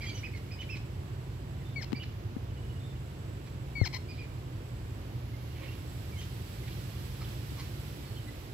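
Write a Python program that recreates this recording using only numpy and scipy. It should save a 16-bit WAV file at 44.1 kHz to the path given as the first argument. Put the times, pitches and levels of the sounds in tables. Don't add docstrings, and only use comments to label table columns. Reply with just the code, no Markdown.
import sys
import numpy as np
from scipy import signal
from scipy.fft import rfft, irfft
from scipy.io import wavfile
from scipy.ndimage import uniform_filter1d

SR = 44100
rng = np.random.default_rng(int(sys.argv[2]) if len(sys.argv) > 2 else 0)


def transcribe(u):
    v = np.clip(np.atleast_2d(u).T, -1, 1)
    q = np.round(v * 32767).astype(np.int16)
    wavfile.write(sys.argv[1], SR, q)


def level_to_linear(level):
    exponent = np.asarray(level, float) / 20
    return 10 ** exponent


N = 376173
T = np.arange(N) / SR
HZ = np.fft.rfftfreq(N, 1 / SR)
LEFT_LAG_S = .0004

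# (frequency [Hz], width [Hz], level [dB])
THROAT = [(870, 300, -3), (2200, 400, 0), (3100, 420, -8), (4250, 440, -2), (5200, 520, -3),
          (6150, 420, -11), (7600, 1600, -23), (12400, 1200, -27), (14600, 1500, -23)]


def at(table, hz):
    f, v = np.transpose(table)
    return np.interp(np.log(np.maximum(hz, 1)), np.log(f), v)


def unit(x):
    return x / np.sqrt(np.mean(x ** 2))


def ramp(t, start_s, length_s):
    return np.clip((t - start_s) / length_s, 0, 1)


def walk(rate, size=N):
    k = max(int(SR / rate), 1)
    steps = np.repeat(rng.standard_normal(size // k + 1), k)
    return 1.63 * uniform_filter1d(uniform_filter1d(steps, k), k)[:size]


def resonances(modes, hz):
    return np.sqrt(sum(level_to_linear(2 * db) / (1 + ((hz - f) / (width / 2)) ** 2) ** 2 for f, width, db in modes))


def wide_noise(gain, alike, pan_db):
    shared, own = rfft(rng.standard_normal((2, N)))
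    alike = np.clip(alike, 0, .99)
    late = shared * np.exp(-2j * np.pi * HZ * LEFT_LAG_S)
    left = level_to_linear(pan_db) * (alike * late + np.sqrt(1 - alike ** 2) * own)
    share = 2 / np.sqrt(1 + level_to_linear(pan_db) ** 2 + 2 * alike * level_to_linear(pan_db))
    out = irfft(gain * share * np.array([left, shared]), N)
    return out / np.sqrt(np.mean(out.mean(axis=0) ** 2))


def add(out, start_s, x, pan_db):
    i = int(start_s * SR)
    n = np.arange(len(x))
    fade = np.clip(np.minimum(n, n[::-1]) / (.0025 * SR), 0, 1)
    out[:, i:i + len(x)] += x * fade * 2 / (1 + level_to_linear(np.array([[-pan_db], [pan_db]])))


def pump():
    # (time [s], firing rate [Hz], level [dB])
    run = [
        (0, 11.45, -40),
        (1, 11.7, -41),
        (2.4, 11.2, -39.5),
        (3.5, 12.4, -41),
        (4.598, 11.1, -40.5),
        (5.8, 11.06, -40.5),
        (7, 11.6, -39),
        (7.9, 12.7, -42.5),
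        (8.53, 12, -50),
    ]
    # (multiple of firing rate [1], level [dB])
    orders = [(3, -22), (4, -31), (5, -2), (6, -7), (7, -2.5), (8, -2), (9, 0), (10, -5), (11, 2.5),
              (12, -5), (13, -14), (14, -6.5), (16, -10), (18, -13)]
    s, hz, db = np.transpose(run)
    turn = 2 * np.pi * np.cumsum(np.interp(T, s, hz)) / SR
    hum = np.zeros(N)
    for k, level_db in orders:
        sway = level_to_linear(level_db + 1.9 * walk(2.5))
        hum += sway * np.sin(np.round(k) * turn + 7 * rng.random() + .5 * walk(3))
    hum = unit(hum) * level_to_linear(np.interp(T, s, db))
    return np.array([level_to_linear(-1.5) * np.roll(hum, int(LEFT_LAG_S * SR)), hum])


def garden():
    # (frequency [Hz], level [dB per Hz])
    air_colour = [(15, -57), (25, -39), (43, -6.5), (119, 0.5), (156, -15.5), (342, -12), (424, -17.5),
                  (1120, -29), (1280, -31), (2880, -35.5), (6120, -47), (7800, -47.5), (8690, -70),
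                  (10500, -61.5), (15700, -69)]
    # (frequency [Hz], likeness [0-1])
    air_alike = [(60, 1), (250, 0.92), (500, 1), (1000, 0.15), (2000, 0.04), (5000, 0.011)]
    # (frequency [Hz], left minus right [dB])
    air_pan = [(60, 1.5), (110, -2.5), (200, -0.5), (380, -3.5), (700, -1.5), (1290, -5.5), (2380, -4.5),
               (4400, 1), (8120, -10.5), (15000, -1)]
    # (frequency [Hz], level [dB per Hz])
    leaf_colour = [(300, 1), (700, -4), (1500, -0.5), (3000, 1), (5000, -2), (7500, -11), (9000, -13),
                   (10500, -7), (12000, -5.5), (14500, -7), (15800, -15)]
    # (frequency [Hz], left minus right [dB])
    leaf_pan = [(60, 18), (110, 19), (200, 4), (380, -2), (700, 10), (1290, -7), (2380, -8.5), (4400, -3.5),
                (8120, -12.5), (15000, -72)]
    # (time [s], level [dB])
    breeze = [
        (0, -68),
        (1.2, -72),
        (5.0, -70),
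        (5.7, -64),
        (6.9, -60.5),
        (7.7, -60.5),
        (8.53, -65),
    ]
    # (start [s], end [s], level
    # [dB])
    choruses = [
        (-.5, 1.71, -73.5),
        (2.65, 4.94, -72.5),
        (5.9, 8.3, -68.5),
    ]
    # (frequency [Hz], width [Hz], level [dB])
    shells = [(7870, 340, 7.5), (7340, 650, -0.5), (10280, 430, -2)]
    fade_db_per_s, rest_db = 28, -88

    alike = at(air_alike, HZ)
    air = wide_noise(level_to_linear(at(air_colour, HZ)), alike, at(air_pan, HZ)) * level_to_linear(-43 + 0.18 * walk(6))
    gust_db = np.interp(T, *np.transpose(breeze)) + 6.15 + .5 * walk(14)
    leaves = wide_noise(level_to_linear(at(leaf_colour, HZ)), 0.85 * alike, at(leaf_pan, HZ)) * level_to_linear(gust_db)
    chorus_db = np.full(N, float(rest_db))
    for start, end, db in choruses:
        outside_s = np.maximum(np.maximum(start - T, T - end), 0)
        chorus_db = np.maximum(chorus_db, db - fade_db_per_s * outside_s)
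    cicadas = wide_noise(resonances(shells, HZ), .3, -41.0) * level_to_linear(chorus_db + 1.0 * walk(50))
    return air + leaves + cicadas


def note(shape, length, top_hz, db, octave_db):
    scoop, rise_s, sag, plunge, fall_s, fade_db = shape
    t = T[:int(length * SR)]
    early, late = 1 - ramp(t, 0, rise_s), ramp(t, length - fall_s, fall_s)
    hz = top_hz * (1 - scoop * early ** 2 - sag * np.maximum(t - rise_s, 0) - plunge * late ** 2)
    db = db - 8 * early ** 2 - fade_db * t - 7 * late ** 2
    return hz, db, db + octave_db - 12 * (1 - ramp(t, 0, .022))


def whistles(out):
    # (time [s], length [s], top [Hz], level [dB], octave against the note [dB])
    peeps = [
        (.006, 0.03, 2385, -44, -8),
        (.058, 0.08, 2370, -47, -1),
        (.135, 0.071, 2990, -54.5, 2),
        (.506, 0.051, 2514, -50.5, -0.5),
        (.58, .016, 2330, -55, -20),
        (1.946, 0.04, 2380, -48, -2),
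        (4.082, 0.048, 2465, -52.5, -0.5),
        (4.178, .052, 2460, -50, -13),
        (5.49, .04, 2880, -61, -30),
    ]
    high_peeps = [
        (.003, 0.023, 3260, -56, -7),
        (.052, 0.051, 3240, -49.5, -4.5),
        (8.153, 0.037, 3140, -53.5, -32),
        (8.262, .042, 2022, -55.5, -7),
    ]
    falls = [
        (.028, 0.042, 2186, -43, -20),
        (.335, 0.049, 2200, -50, -7),
        (6.12, 0.073, 2335, -55.5, -25),
    ]
    arches = [
        (.23, .048, 2550, -44.5, -11),
        (.688, .075, 2670, -45, -8),
    ]
    hooks = [
        (.588, .046, 3030, -49.5, -12),
        (1.996, .042, 3000, -48, -30),
        (6.172, .048, 3160, -50, -6),
    ]
    drones = [(1.61, .022, 2070, -60, -20), (1.65, .105, 3600, -64, -25), (1.842, .05, 2700, -59.5, -22),
              (2.8, .14, 3610, -64, -25), (5.33, .03, 2120, -62, -25), (5.6, .08, 540, -56, -9),
              (5.675, .065, 2750, -56, -28), (5.72, .08, 3320, -69, -20), (6.222, .045, 3130, -60, -5),
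              (6.63, .035, 2070, -56, -26), (8.05, .15, 4340, -65.5, -25)]
    # (time [s], pitch [Hz], level [dB])
    pip_calls = [
        (2.5, 2980, -66),
        (2.565, 2960, -59.5),
        (2.63, 2960, -62),
        (2.69, 2940, -59.5),
        (2.76, 2892, -62),
        (2.95, 2880, -63),
        (3.07, 2880, -67),
    ]
    # (scoop up [share], rise [s], sag [share per s], plunge [share], fall [s], fade [dB per s])
    peep_shape = (.1, .019, .75, .035, .014, 50)
    fall_shape = (.04, .008, 1.7, .06, .016, 40)
    arch_shape = (.2, .021, 1.1, .27, .018, 20)
    hook_shape = (.07, .024, .1, .5, .018, 1)
    drone_shape = (.012, .012, .15, .01, .02, 15)
    pip_shape = (.005, .012, .3, .02, .014, 1)
    far_pan_db, high_pan_db, breath_db = -7, -2, -11.5

    pips = [(s, .026, hz, db, -np.inf) for s, hz, db in pip_calls]
    groups = ((peeps, peep_shape, far_pan_db), (high_peeps, peep_shape, high_pan_db),
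              (falls, fall_shape, far_pan_db), (arches, arch_shape, far_pan_db),
              (hooks, hook_shape, far_pan_db), (drones, drone_shape, far_pan_db), (pips, pip_shape, far_pan_db))
    for notes, shape, pan_db in groups:
        for s, *call in notes:
            hz, db, octave_db = note(shape, *call)
            size = len(hz)
            turn = 2 * np.pi * np.cumsum(hz * (1 + .007 * walk(250, size=size))) / SR
            tone = level_to_linear(db + 1.8 * walk(150, size=size)) * np.sin(turn)
            octave_db = octave_db + 3 * walk(150, size=size) - 80 * (1 - hz / hz.max())
            octave = level_to_linear(octave_db) * np.sin(2 * turn + 1)
            husk = 1 + level_to_linear(breath_db) * walk(1500, size=size)
            add(out, s, np.sqrt(2) * husk * (tone + octave), pan_db)


def rasp(size, weight):
    hz = np.fft.rfftfreq(size, 1 / SR)
    flaps = rng.standard_normal(size) * level_to_linear(2.4 * walk(300, size=size))
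    return unit(irfft(rfft(flaps) * resonances(THROAT, hz) * weight(np.maximum(hz, 1)), size))


def chucks(out):
    # (time [s], length [s], loudest [Hz], level [dB], spread [octaves])
    ahead = [(.005, 0.076, 3600, -51, 1.1), (0.088, 0.04, 3440, -49, 0.6), (0.124, 0.097, 3300, -54.5, 1.2),
             (0.609, 0.041, 2700, -50, 0.87), (1.978, 0.017, 2200, -58, 0.45),
             (2.024, 0.023, 2780, -47, 0.89), (5.538, 0.085, 2500, -56, .6),
             (6.202, 0.039, 2400, -50, 1.25), (6.701, 0.043, 3500, -56, 0.38),
             (7.146, 0.017, 2980, -54.5, .4), (7.23, 0.036, 3400, -55, 0.24),
             (7.581, 0.042, 2300, -49.5, 1.9), (8.039, .03, 2000, -58, .4)]
    right = [
        (.355, 0.038, 3000, -54, 1.9),
        (.752, 0.035, 2600, -50, 1.4),
        (3.455, 0.036, 2000, -54.5, 1.5),
        (4.085, .17, 3400, -60, 0.73),
        (4.23, 0.035, 2320, -56, 0.99),
        (5.6, 0.09, 2285, -51, 0.76),
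        (5.68, 0.09, 2600, -59, 0.6),
        (6.66, 0.041, 2580, -51, 0.77),
        (7.21, 0.023, 1300, -54, .9),
    ]
    for calls, pan_db in ((ahead, -1.2), (right, -8)):
        for s, length, top_hz, db, spread in calls:
            def colour(hz):
                bump = np.exp(-(np.log2(hz / top_hz) / spread) ** 2)
                return bump / resonances(THROAT, hz) ** .7
            swell = np.hanning(int(length * SR)) ** .55
            add(out, s, level_to_linear(db) * swell * rasp(len(swell), colour), pan_db)


def voice(hz, db, rough, fall_db):
    rough, size = np.clip(rough, 0, .97), len(hz)
    turn = 2 * np.pi * np.cumsum(hz * (1 + 0.058 * rough * walk(600, size=size))) / SR
    gains = []
    for k in range(1, 9):
        chest = .25 * (k == 1) * (1 - rough) ** 3
        throat = resonances(THROAT, k * hz) ** 1.2 + .02 + chest
        gains.append(throat * level_to_linear(-fall_db * np.log2(k)) * (k * hz < 7000))
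    gains = np.array(gains)
    gains /= np.sqrt(np.sum(gains ** 2, axis=0) / 2)
    clear = sum(g * np.sin((k + 1) * turn + k * k) for k, g in enumerate(gains))
    return level_to_linear(db) * (np.sqrt(1 - rough) * clear + np.sqrt(rough) * rasp(size, np.ones_like))


def slide(s, knee_s, knee_db, rasp_db, speed):
    # (time after the knee [s], pitch [Hz], level against the rasp [dB])
    voice_break = [
        (.008, 1826, -4),
        (.018, 1680, -0.5),
        (.028, 1130, 2.5),
        (.037, 930, -4.5),
        (0.049, 820, 0),
    ]
    onset_hz, whistle_hz, knee_hz, bow_hz = 2340, 2260, 2050, 43.8
    onset_s, onset_db, whistle_db = .006, -14, -38
    clear_hz, hoarse_hz = 1810, 910
    whistle_fall_db, rasp_fall_db = 3.5, -1.5

    after, low_hz, low_db = np.transpose(voice_break)
    times = np.r_[s, s + onset_s, knee_s, knee_s + after / speed]
    t = np.arange(s, times[-1], 1 / SR)
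    smooth = lambda v: uniform_filter1d(np.interp(t, times, v), size=90, mode="nearest")
    held = ramp(t, s + onset_s, knee_s - s - onset_s)
    hz = smooth(np.r_[onset_hz, whistle_hz, knee_hz, low_hz]) + bow_hz * np.sin(np.pi * held)
    level_db = smooth(np.r_[whistle_db + onset_db, whistle_db, knee_db, rasp_db + low_db])
    level_db += (whistle_db - knee_db) * (held - held ** 2.8) + 0.5 * walk(155, size=len(t))
    rough = ramp(-hz, -clear_hz, clear_hz - hoarse_hz) ** 1.9
    fall_db = whistle_fall_db + (rasp_fall_db - whistle_fall_db) * ramp(t, knee_s, .018)
    return voice(hz, level_db, rough, fall_db)


def scold(length, first_hz, last_hz, db, fall_db):
    size = int(length * SR)
    return np.hanning(size) ** .28 * voice(np.linspace(first_hz, last_hz, size), db, .62, fall_db)


def babblers():
    # (time [s], break [s], level at the break [dB], rasp [dB], speed of the break [ratio])
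    slides = [
        (1.757, 1.807, -52, -44, 1.15),
        (3.751, 3.833, -45.5, -38, 1.01),
    ]
    # (time [s], length [s], first [Hz], last [Hz], level [dB])
    near_scolds = [
        (3.925, 0.055, 1072, 1035, -40),
    ]
    far_scolds = [
        (7.205, .03, 1370, 1050, -50),
        (7.575, .047, 1120, 1000, -49),
    ]
    near_pan_db, scold_pan_db = 10, -2
    echo_db, near_echo_db, echo_t60_s = -5, -14, .36

    far, near = np.zeros((2, 2, N))
    whistles(far)
    chucks(far)
    for call in slides:
        add(near, call[0], slide(*call), near_pan_db)
    for s, *call in near_scolds:
        add(near, s, scold(*call, fall_db=2.5), near_pan_db)
    for s, *call in far_scolds:
        add(far, s, scold(*call, fall_db=17), scold_pan_db)

    t = T[:SR // 3]
    tail = rng.standard_normal((2, len(t))) * level_to_linear(-60 * t / echo_t60_s) * np.clip(t / 0.0079, 0, 1)
    tail /= np.sqrt(np.sum(tail ** 2, axis=1, keepdims=True))
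    sent = level_to_linear(echo_db) * far.mean(axis=0) + level_to_linear(near_echo_db) * near.mean(axis=0)
    out = far + near + signal.fftconvolve(sent[None], tail, axes=1)[:, :N]
    left = signal.sosfilt(signal.butter(4, 8000, fs=SR, output="sos"), out[0])
    treble = signal.sosfilt(signal.butter(6, 11000, "high", fs=SR, output="sos"), near[1])
    return np.array([left, out[1] + level_to_linear(13) * treble])


def taps():
    # (time [s], ring level [dB], ring [Hz], dip level [dB], crack level [dB])
    touches = [
        (1.9227, -24, 270, -35, -30.5),
        (1.9321, -16, 244, -18.5, -23),
        (2.3654, -19.5, 248, -50, -48),
        (3.8161, -9, 101, -14, -62),
        (7.52, -31, 262.8, -36, -48),
    ]
    ring_cycles, leak_db = 9, -29
    x, t = np.zeros(N), T[:SR // 8]
    for s, ring_db, ring_hz, dip_db, crack_db in touches:
        i, lead = int(s * SR), int(0.00134 * SR)
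        x[i:i + len(t)] += level_to_linear(ring_db - 60 * t * ring_hz / ring_cycles) * np.sin(2 * np.pi * ring_hz * t)
        x[i - lead:i] -= level_to_linear(dip_db) * np.sin(np.pi * np.arange(lead) / lead)
        crack = np.sin(2 * np.pi * 1500 * t + 1.5 * walk(3000, size=len(t)))
        crack += level_to_linear(-22) * rng.standard_normal(len(t))
        strike = level_to_linear(crack_db - 60 * t / 0.012) * np.clip(t / 0.00012, 0, 1)
        x[i - 2 * lead:i - 2 * lead + len(t)] += strike * crack
    return x * level_to_linear(np.array([[0], [leak_db]]))


def scene():
    return pump() + garden() + babblers() + taps()


def top_cut(x):
    return signal.sosfilt(signal.butter(12, 15870, fs=SR, output="sos"), x)


def record(dry):
    top = signal.ellip(10, .2, 70, 15750, fs=SR, output="sos")
    return top_cut(signal.sosfilt(top, dry))


dry = scene()
out = record(dry)
transcribe(out)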